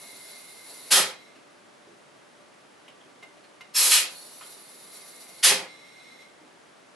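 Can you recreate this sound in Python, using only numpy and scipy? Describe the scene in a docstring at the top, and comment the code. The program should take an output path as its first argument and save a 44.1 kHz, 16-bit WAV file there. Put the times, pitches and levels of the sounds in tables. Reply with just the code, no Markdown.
"""Blasts of compressed air escape as an air chuck is seated on, or pulled off, the valve of a pipe's test gauge.
The place is a small rough-walled room; the valve sits close to a stereo pair of microphones.
Each blast is a bright noise jet ringing the cavities, with a low rush swelling behind it.
Between blasts, filtered noise seeps past the seal and the valve whistles thinly; short brass ticks,
dull knocks on the pipe and a quiet diffuse background with a faint far hum fill in."""
import sys
import numpy as np
from scipy import signal
from scipy.fft import rfft, irfft, next_fast_len
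from scipy.io import wavfile
from scipy.ndimage import uniform_filter1d

SR = 44100
rng = np.random.default_rng(int(sys.argv[2]) if len(sys.argv) > 2 else 0)


def output_pcm(signal):
    """Save a mono or channel-first signal as 16-bit PCM at the path in sys.argv[1].

    Samples are clipped to [-1, 1] before scaling.
    """
    pcm = np.clip(np.atleast_2d(signal).T, -1, 1) * 32767
    wavfile.write(sys.argv[1], SR, np.round(pcm).astype(np.int16))


N = 306759
TIME = np.arange(N) / SR   # s
PADDED = next_fast_len(N, real=True)
FREQS = np.fft.rfftfreq(PADDED, 1 / SR)   # Hz

# Levels in the tables are relative: each layer's own level and the room mix come on top.
# Blasts of air [t/s, attack/s, hold from the start/s, jet level/dB, sag while held/(dB/s),
#   time the rush swells/s, rush level/dB, low edge of the rush f/Hz, lift of the cavity ring/dB]
BLASTS = [ (0.901, 0.027, 0.09, -10, 68.5, 0.067, -27, 120, 5.5),
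          (3.734, 0.045, 0.17, -17.5, 5, .09, -34.5, 270, 7.5),
          (3.901, 0.02, 0.08, -13.5, 47, 0.08, -41.5, 185, 1.5),
          (5.424, 0.021, 0.08, -10, 72, 0.088, -28.5, 140, 0)]
# Jet colour, one list per blast, set by the angle of the chuck [f/Hz, level/dB per Hz]
JET_COLOURS = [
    [(240, -52), (400, -21.5), (524, -10), (1080, -8), (1280, -1), (2650, -6), (3150, -1), (6790, -3),
     (10900, -0.5), (12000, -8), (15600, -40.5), (22000, -120)],
    [(240, -47), (400, -26), (738, -17.5), (827, -13.5), (2270, -6.5), (2400, -8), (4430, -1.5), (6600, -3),
     (7190, -0.5), (12000, 0), (15600, -32), (22000, -120)],
    [(240, -50.5), (400, -32), (980, -11), (1070, -16.5), (1210, -7), (2210, -2.5), (2980, 0.5), (6600, -1),
     (11000, 0), (12000, -2.5), (15600, -38.5), (22000, -120)],
    [(240, -46.5), (400, -32.5), (697, -17), (850, -12.5), (3150, -0.5), (3530, -2), (6330, -3),
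     (7090, -5.5), (11000, -1.5), (12000, -10.5), (15600, -40), (22000, -120)],
]
# Dull rush behind the jet [f/Hz, level/dB per Hz]
RUSH_COLOUR = [(140, -3.5), (220, -2), (400, 2), (700, 1), (1000, 5), (1400, 5), (2200, 10), (5000, -42)]
# Pipe resonances in which the rush booms [f/Hz, width/Hz, level/dB]
PIPE_MODES = [(174.8, 14, 11), (308, 72, 3), (395, 34, 5.5), (529.7, 48, 9), (800, 190, 2.5),
              (991, 60, -8.5)]
# Resonances of the chuck and valve cavities [f/Hz, width/Hz, level/dB]
CAVITIES = [(1284, 36, -1), (1746, 30, -13), (2480, 35, 3.5), (2660, 27.7, 1), (2848, 25, 0), (3216, 18, 8),
            (4210, 110, -2), (4603, 29, -4), (5060, 61, 2), (5446, 35, -5.5), (6270, 44, -4),
            (6750, 77, -6.5), (7480, 54, -13.5), (9170, 24, -12.5), (9130, 40, -15), (9870, 60, -4),
            (10550, 40, -5), (11200, 110, 0.5), (11405, 30, 0.5)]
# Reflection off the hand [delay/s, strength]
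HAND_ECHO = [(.00422, -0.073)]
# Chuck on the valve, air seeping past its seal [start t/s, end t/s, level/dB]
SEEPS = [(-.2, 0.913, -52), (4.09, 5.42, -52)]
# Colour of the seepage [f/Hz, level/dB per Hz]
SEEP_COLOUR = [(60, -43.5), (400, -9), (1500, -15), (3000, -15), (3900, -8), (4700, -7.5), (6300, -16.5),
               (7200, -11), (8400, -13.5), (9050, -14.5), (9900, -4.5), (10500, -3), (11200, -5.5),
               (11900, -8.5)]
# Edge tones of the seal [f/Hz, width/Hz, level/dB]
SEEP_TONES = [(3600, 100, -8.5), (4300, 70, -2), (5660, 120, -10), (6050, 60, 5.5), (6770, 50, -0.5),
              (7000, 76, -3.5), (7800, 70, 0), (8930, 35, 3), (9290, 90, 6), (9900, 40, -0.5),
              (10050, 45, -4.5), (10520, 70, -5.5), (10980, 60, -4)]
# Squeaks of the seal as it beds in [t/s, level/dB, f/Hz]
SQUEAKS = [(.325, -52, 4400), (3.743, -24, 5415), (4.145, -44, 4370)]
# Reflections off the gauge and the wall behind it [delay/s, strength]
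NEAR_ECHOES = [(.00063, -.17), (.00119, -.15), (.00281, .2), (.00324, .17), (.0052, -.2)]
# Air flowing through the valve core [start t/s, end t/s, level at the start/dB, change/(dB/s)]
VALVE_FLOWS = [(-.05, .89, -55.5, -8), (1.122, 1.253, -58.5, -22), (4.4, 5.42, -73, 13.5),
               (5.67, 6.23, -56.5, -5)]
# Resonances of the valve core [f/Hz, width/Hz, level/dB]
VALVE_MODES = [(2090, 63, -1), (2172, 32, -1.5), (2480, 300, -21.5), (3970, 230, -3.5), (4430, 300, -16),
               (3515, 200, -8.5), (5180, 200, -25), (5500, 260, -10.5), (6380, 90, -18.5), (7060, 260, -18),
               (8530, 600, -12)]
# Fittings touching [t/s, level/dB, swell/s, ring of the valve body/dB, contact f/Hz, contact level/dB]
TICKS = [(.705, -45.5, .012, -25, 800, 2.5), (1.35, -41, 0.022, -12, 2600, -6),
         (2.880, -52.5, .0002, -25, 3030, 9), (2.883, -52, .0002, -21, 2320, 2),
         (3.005, -57, 0.011, -23, 3170, 10), (3.225, -38.5, 0.0063, 5.5, 623, -1.5),
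         (3.364, -47, 0.0132, -8, 613, 5), (3.435, -45.5, 0.0098, -22.5, 4240, -3),
         (3.608, -39.5, 0.0011, 1.5, 2800, -6), (4.409, -35, 0.01, -25, 1330, 2),
         (4.426, -53.5, 0.0027, -20, 3230, 11)]
# Colour of the fittings' scrape [f/Hz, level/dB per Hz]
SCRAPE_COLOUR = [(60, -33), (200, -25), (600, 1.5), (1400, 1), (3100, 3), (4400, -6), (7000, -12.5),
                 (12000, -15)]
# Soft knocks of hands on the pipe [t/s, level/dB]
BUMPS = [(.71, -58), (1.355, -49.5), (1.865, -44.5), (3.056, -48.5), (6.41, -44.5)]
# Colour of the knocks [f/Hz, level/dB per Hz]
BUMP_COLOUR = [(50, -44), (110, -15), (190, -10), (290, 9.5), (450, -2), (800, -11.5), (2500, -38),
               (8000, -48)]
# Decay of the room by 60 dB [f/Hz, decay t/s]
ROOM_T60 = [(150, 0.2), (1000, 0.3), (4000, 0.29), (11000, 0.12)]
# Room reflections: the long waves reach both microphones alike [f/Hz, left-right likeness]
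ROOM_LIKENESS = [(150, 0.91), (600, .45), (1400, 0.36), (3000, .1), (6000, -.05), (10000, -.3)]
# Colour of the background [f/Hz, level/dB per Hz]
AMBIENCE_COLOUR = [(15, -64), (25, -35), (96, -17), (127, -8), (276, -1.5), (527, -2), (569, -2), (883, -4),
                   (1140, -6.5), (1340, -6), (2070, -9), (2360, -11), (9270, -22.5), (11100, -23.5),
                   (12000, -41.5), (15600, -65.5), (22000, -120)]
# Likeness of the background at the two microphones [f/Hz, left-right likeness]
AMBIENCE_LIKENESS = [(60, 0.23), (170, 0.43), (500, 0.05), (1460, 0.2), (4230, 0.52), (12300, 0.75)]
# Faint far hum [f/Hz, level/dB]
HUM = [(586.8, -71.5), (1168, -74.5)]

JET_FALL_DB_PER_S = 208   # once the hold is over, the pressure drains
RUSH_RISE_DB_PER_S, RUSH_FALL_DB_PER_S = 150.5, 113.5
BLAST_S, SHUT_DB_PER_S = 0.24, 449.5   # the gap shuts this long after it opened, and this fast
BEDDING_DB, BEDDING_S = 3, 0.17   # a fresh seal leaks this much more, until the rubber beds in
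LEAK_ATTACK_S, LEAK_FALL_DB_PER_S = 0.014, 109.5   # seep and whistle start and stop alike
BODY_T60 = 0.07   # ring of the valve body, s
AMBIENCE_DB = -56   # rms of the background, left and right averaged
CUTOFF_HZ = 11880


def blasts(jet_db=0.0, rush_db=-0.5, dull_hz=4500, dulls_below_db=-1.0):
    """A jet rings the cavities and dulls as pressure falls; a low, lumpy rush swells as the gap widens."""
    out = 0
    rush_gain = colour(RUSH_COLOUR) * resonant(PIPE_MODES + CAVITIES, lift_db=6.0)
    lumps = flutter(rate_hz=21, depth_db=3.0)
    low_pass = signal.butter(1, dull_hz, fs=SR, output="sos")
    for blast, spectrum in zip(BLASTS, JET_COLOURS):
        start, attack, hold, db, sag, swell, swell_db, edge_hz, ring_db = blast
        flow = envelope(start, attack, hold, -sag, JET_FALL_DB_PER_S)
        bright = noise(colour(spectrum) * resonant(CAVITIES, ring_db) * comb(HAND_ECHO))
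        dull = signal.sosfilt(low_pass, bright)
        force = np.minimum(flow / from_db(dulls_below_db), 1) ** 0.45
        jet = from_db(jet_db + db) * flow * (force * bright + (1 - force) * dull)

        gap = envelope(start, attack, swell, RUSH_RISE_DB_PER_S, RUSH_FALL_DB_PER_S)
        above_edge = FREQS ** 4 / (FREQS ** 4 + edge_hz ** 4)
        rush = from_db(rush_db + swell_db) * gap / gap.max() * lumps * noise(rush_gain * above_edge)

        shut = from_db(-SHUT_DB_PER_S * np.maximum(TIME - start - BLAST_S, 0))
        out = out + shut * (jet + rush)
    return out * flutter(rate_hz=31, depth_db=0.5)


def seep(level_db=6.0, squeak_width_hz=110, squeak_t60=0.327):
    """Fine hiss through the narrow gap at the rubber seal, easing as it beds in, with brief squeaks."""
    flow = 0
    for start, end, db in SEEPS:
        fresh = np.exp(-np.maximum(TIME - start, 0) / BEDDING_S)
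        opening = envelope(start, LEAK_ATTACK_S, end - start, 0, LEAK_FALL_DB_PER_S)
        flow = flow + from_db(db + BEDDING_DB * fresh) * opening
    hiss = noise(colour(SEEP_COLOUR) * resonant(SEEP_TONES, lift_db=4.0) * comb(NEAR_ECHOES))
    squeaks = 0
    for start, db, hz in SQUEAKS:
        tone = noise(peak(hz, squeak_width_hz) ** 2)
        squeaks = squeaks + from_db(db) * strike(start, 0.0061, squeak_t60) * tone
    return from_db(level_db) * flow * hiss * flutter(rate_hz=15, depth_db=2.0) + squeaks


def whistle(level_db=0.0, hiss_db=-4.5):
    """Turbulence in the valve core hisses and excites its resonances: a thin, wavering whistle."""
    flow = 0
    for start, end, db, slope in VALVE_FLOWS:
        opening = envelope(start, LEAK_ATTACK_S, end - start, slope, LEAK_FALL_DB_PER_S)
        flow = flow + from_db(db) * opening
    tones = 0
    for hz, width, db in VALVE_MODES:
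        tones = tones + from_db(db) * steadier(noise(peak(hz, width) ** 2), share=0.4)
    hiss_gain = colour([(100, -34.5), (2000, 1.0), (6000, -4), (11500, -6)])
    hiss = noise(hiss_gain * resonant(CAVITIES, lift_db=9.5) * comb(NEAR_ECHOES))
    wavering_flow = flow * flutter(rate_hz=9, depth_db=1.5)
    return from_db(level_db) * wavering_flow * (tones + from_db(hiss_db) * hiss)


def ticks(ring_hz=2090, scrape_t60=0.059, contact_width_hz=400):
    """Brass meets brass with a short scrape, pitched by the spot touched, and the valve body rings on."""
    out = 0
    scrape = noise(colour(SCRAPE_COLOUR) * comb(NEAR_ECHOES))
    no_bass = colour([(60, -29), (400, 9.0)])   # small parts radiate no long waves
    for start, db, swell, ring_db, hz, contact_db in TICKS:
        contact = from_db(contact_db) * noise(no_bass * peak(hz, contact_width_hz) ** 2)
        cycles = ring_hz * (TIME - start) + rng.random()
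        ring = from_db(ring_db) * np.sin(2 * np.pi * cycles)
        # a gentle touch also slides on for longer
        touch = (scrape + contact) * strike(start, swell, scrape_t60 + 1.9 * swell)
        out = out + from_db(db) * (touch + ring * strike(start, swell, BODY_T60))
    return out


def bumps(rise_s=0.01, t60=0.221):
    """Dull, soft knocks as the grip shifts: low noise under struck envelopes."""
    knocks = sum(from_db(db) * strike(start, rise_s, t60) for start, db in BUMPS)
    return noise(colour(BUMP_COLOUR)) * knocks


def room_response():
    """Dense reflections, partly different at each microphone; the high treble dies first."""
    age = TIME[:SR // 2]
    hz = np.fft.rfftfreq(len(age), 1 / SR)
    white = stereo_noise(ROOM_LIKENESS, size=len(age)) / np.sqrt(2)
    edges = [0, 300, 700, 1500, 3000, 5000, 8000, SR / 2]   # Hz
    out = 0
    for low, high in zip(edges, edges[1:]):
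        t60 = at_hz(ROOM_T60, (low + high) / 2)
        decay = from_db(-60 * age / t60) * (1 - np.exp(-age / 0.002))
        band = irfft(white * ((hz >= low) & (hz < high)), len(age))
        out = out + band * decay / np.linalg.norm(decay)
    return out


def in_room(x, response, wet_db):
    """Direct sound plus reflections, scaled to about the same total power."""
    wet = from_db(wet_db)
    reflections = signal.fftconvolve(x[None], response, axes=1)[:, :N]
    return (x + wet * reflections) / np.hypot(1, wet)


def ambience(level_db=0.0, hum_db=2.0, hum_width_hz=8):
    """Diffuse background noise, partly alike at both microphones, with a faint far hum of narrow noise."""
    spectra = stereo_noise(AMBIENCE_LIKENESS, size=PADDED) * colour(AMBIENCE_COLOUR)
    air = irfft(spectra, PADDED)[:, :N]
    hum = sum(from_db(db + hum_db) * noise(peak(hz, hum_width_hz) ** 2) for hz, db in HUM)
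    return from_db(AMBIENCE_DB + level_db) * air / np.std(air.mean(axis=0)) + hum


def envelope(start, attack_s, hold_s, slope_db_per_s, fall_db_per_s):
    """A gap opens, is held while its level drifts, then closes; the hold counts from the start."""
    age = np.maximum(TIME - start, 0)
    attack = np.sin(np.pi / 2 * np.minimum(age / attack_s, 1)) ** 2
    drift_db = slope_db_per_s * np.minimum(age, hold_s)
    fall_db = fall_db_per_s * np.maximum(age - hold_s, 0)
    return attack * from_db(drift_db - fall_db)


def strike(start, rise_s, t60):
    """Envelope that swells quickly and dies away."""
    age = np.maximum(TIME - start, 0)
    return (1 - np.exp(-age / rise_s)) * from_db(-60 * age / t60)


def flutter(rate_hz, depth_db):
    """Turbulence: a random wobble of gain, its depth in dB rms."""
    return from_db(depth_db * noise(1 / (1 + (FREQS / rate_hz) ** 2)))


def steadier(x, share):
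    """A self-sustained tone holds its strength better than noise does."""
    strength = uniform_filter1d(np.abs(x), SR // 300) + 1e-6
    return rms_one(x / strength ** np.clip(share, 0, 1))


def noise(gain):
    """Noise at unit rms with the given gain at each frequency."""
    return rms_one(irfft(rfft(rng.standard_normal(PADDED)) * gain, PADDED)[:N])


def stereo_noise(likeness, size):
    """Spectra of two white noises that are partly alike."""
    alike = np.clip(at_hz(likeness, np.fft.rfftfreq(size, 1 / SR)), -1, 1)
    mid, side = rfft(rng.standard_normal((2, size)))
    return np.sqrt(1 + alike) * mid + np.sqrt(1 - alike) * side * [[1], [-1]]


def colour(points):
    """Gain at each frequency from a short spectrum."""
    return from_db(at_hz(points, FREQS))


def peak(hz, width_hz):
    """Gain of one resonance, 1 on top."""
    return 1 / np.sqrt(1 + (2 * (FREQS - hz) / width_hz) ** 2)


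def resonant(modes, lift_db):
    """Gain of resonances standing out of a flat base."""
    power = sum((from_db(db + lift_db) * peak(hz, width)) ** 2 for hz, width, db in modes)
    return np.sqrt(1 + power)


def comb(echoes):
    """Gain ripple that close reflections leave."""
    reflected = sum(strength * np.exp(-2j * np.pi * FREQS * delay) for delay, strength in echoes)
    return np.abs(1 + reflected)


def at_hz(points, hz):
    """Read a table along log frequency."""
    f, value = np.transpose(points)
    return np.interp(np.log(np.maximum(hz, 1)), np.log(f), value)


def from_db(db):
    """Decibels to gain."""
    return 10 ** (np.asarray(db) / 20)


def rms_one(x):
    """Scale to unit rms."""
    return x / np.sqrt(np.mean(x ** 2) + 1e-20)


def scene(pan_db=-0.2):
    """The valve is close to the microphones; jets and leaks spray into the room in their own shares."""
    response = room_response()
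    loud = in_room(blasts(), response, wet_db=-3.5)
    leaks = in_room(seep() + whistle(), response, wet_db=-1.0)
    handling = in_room(ticks() + bumps(), response, wet_db=-3.0)
    return (loud + leaks + handling) * from_db([[pan_db], [-pan_db]]) + ambience()


def record(dry):
    """The treble stops steeply at the cutoff."""
    top = 1 / np.sqrt(1 + (FREQS / CUTOFF_HZ) ** 400)
    return irfft(rfft(dry, PADDED) * top, PADDED)[:, :N]


dry = scene()
out = record(dry)
output_pcm(out)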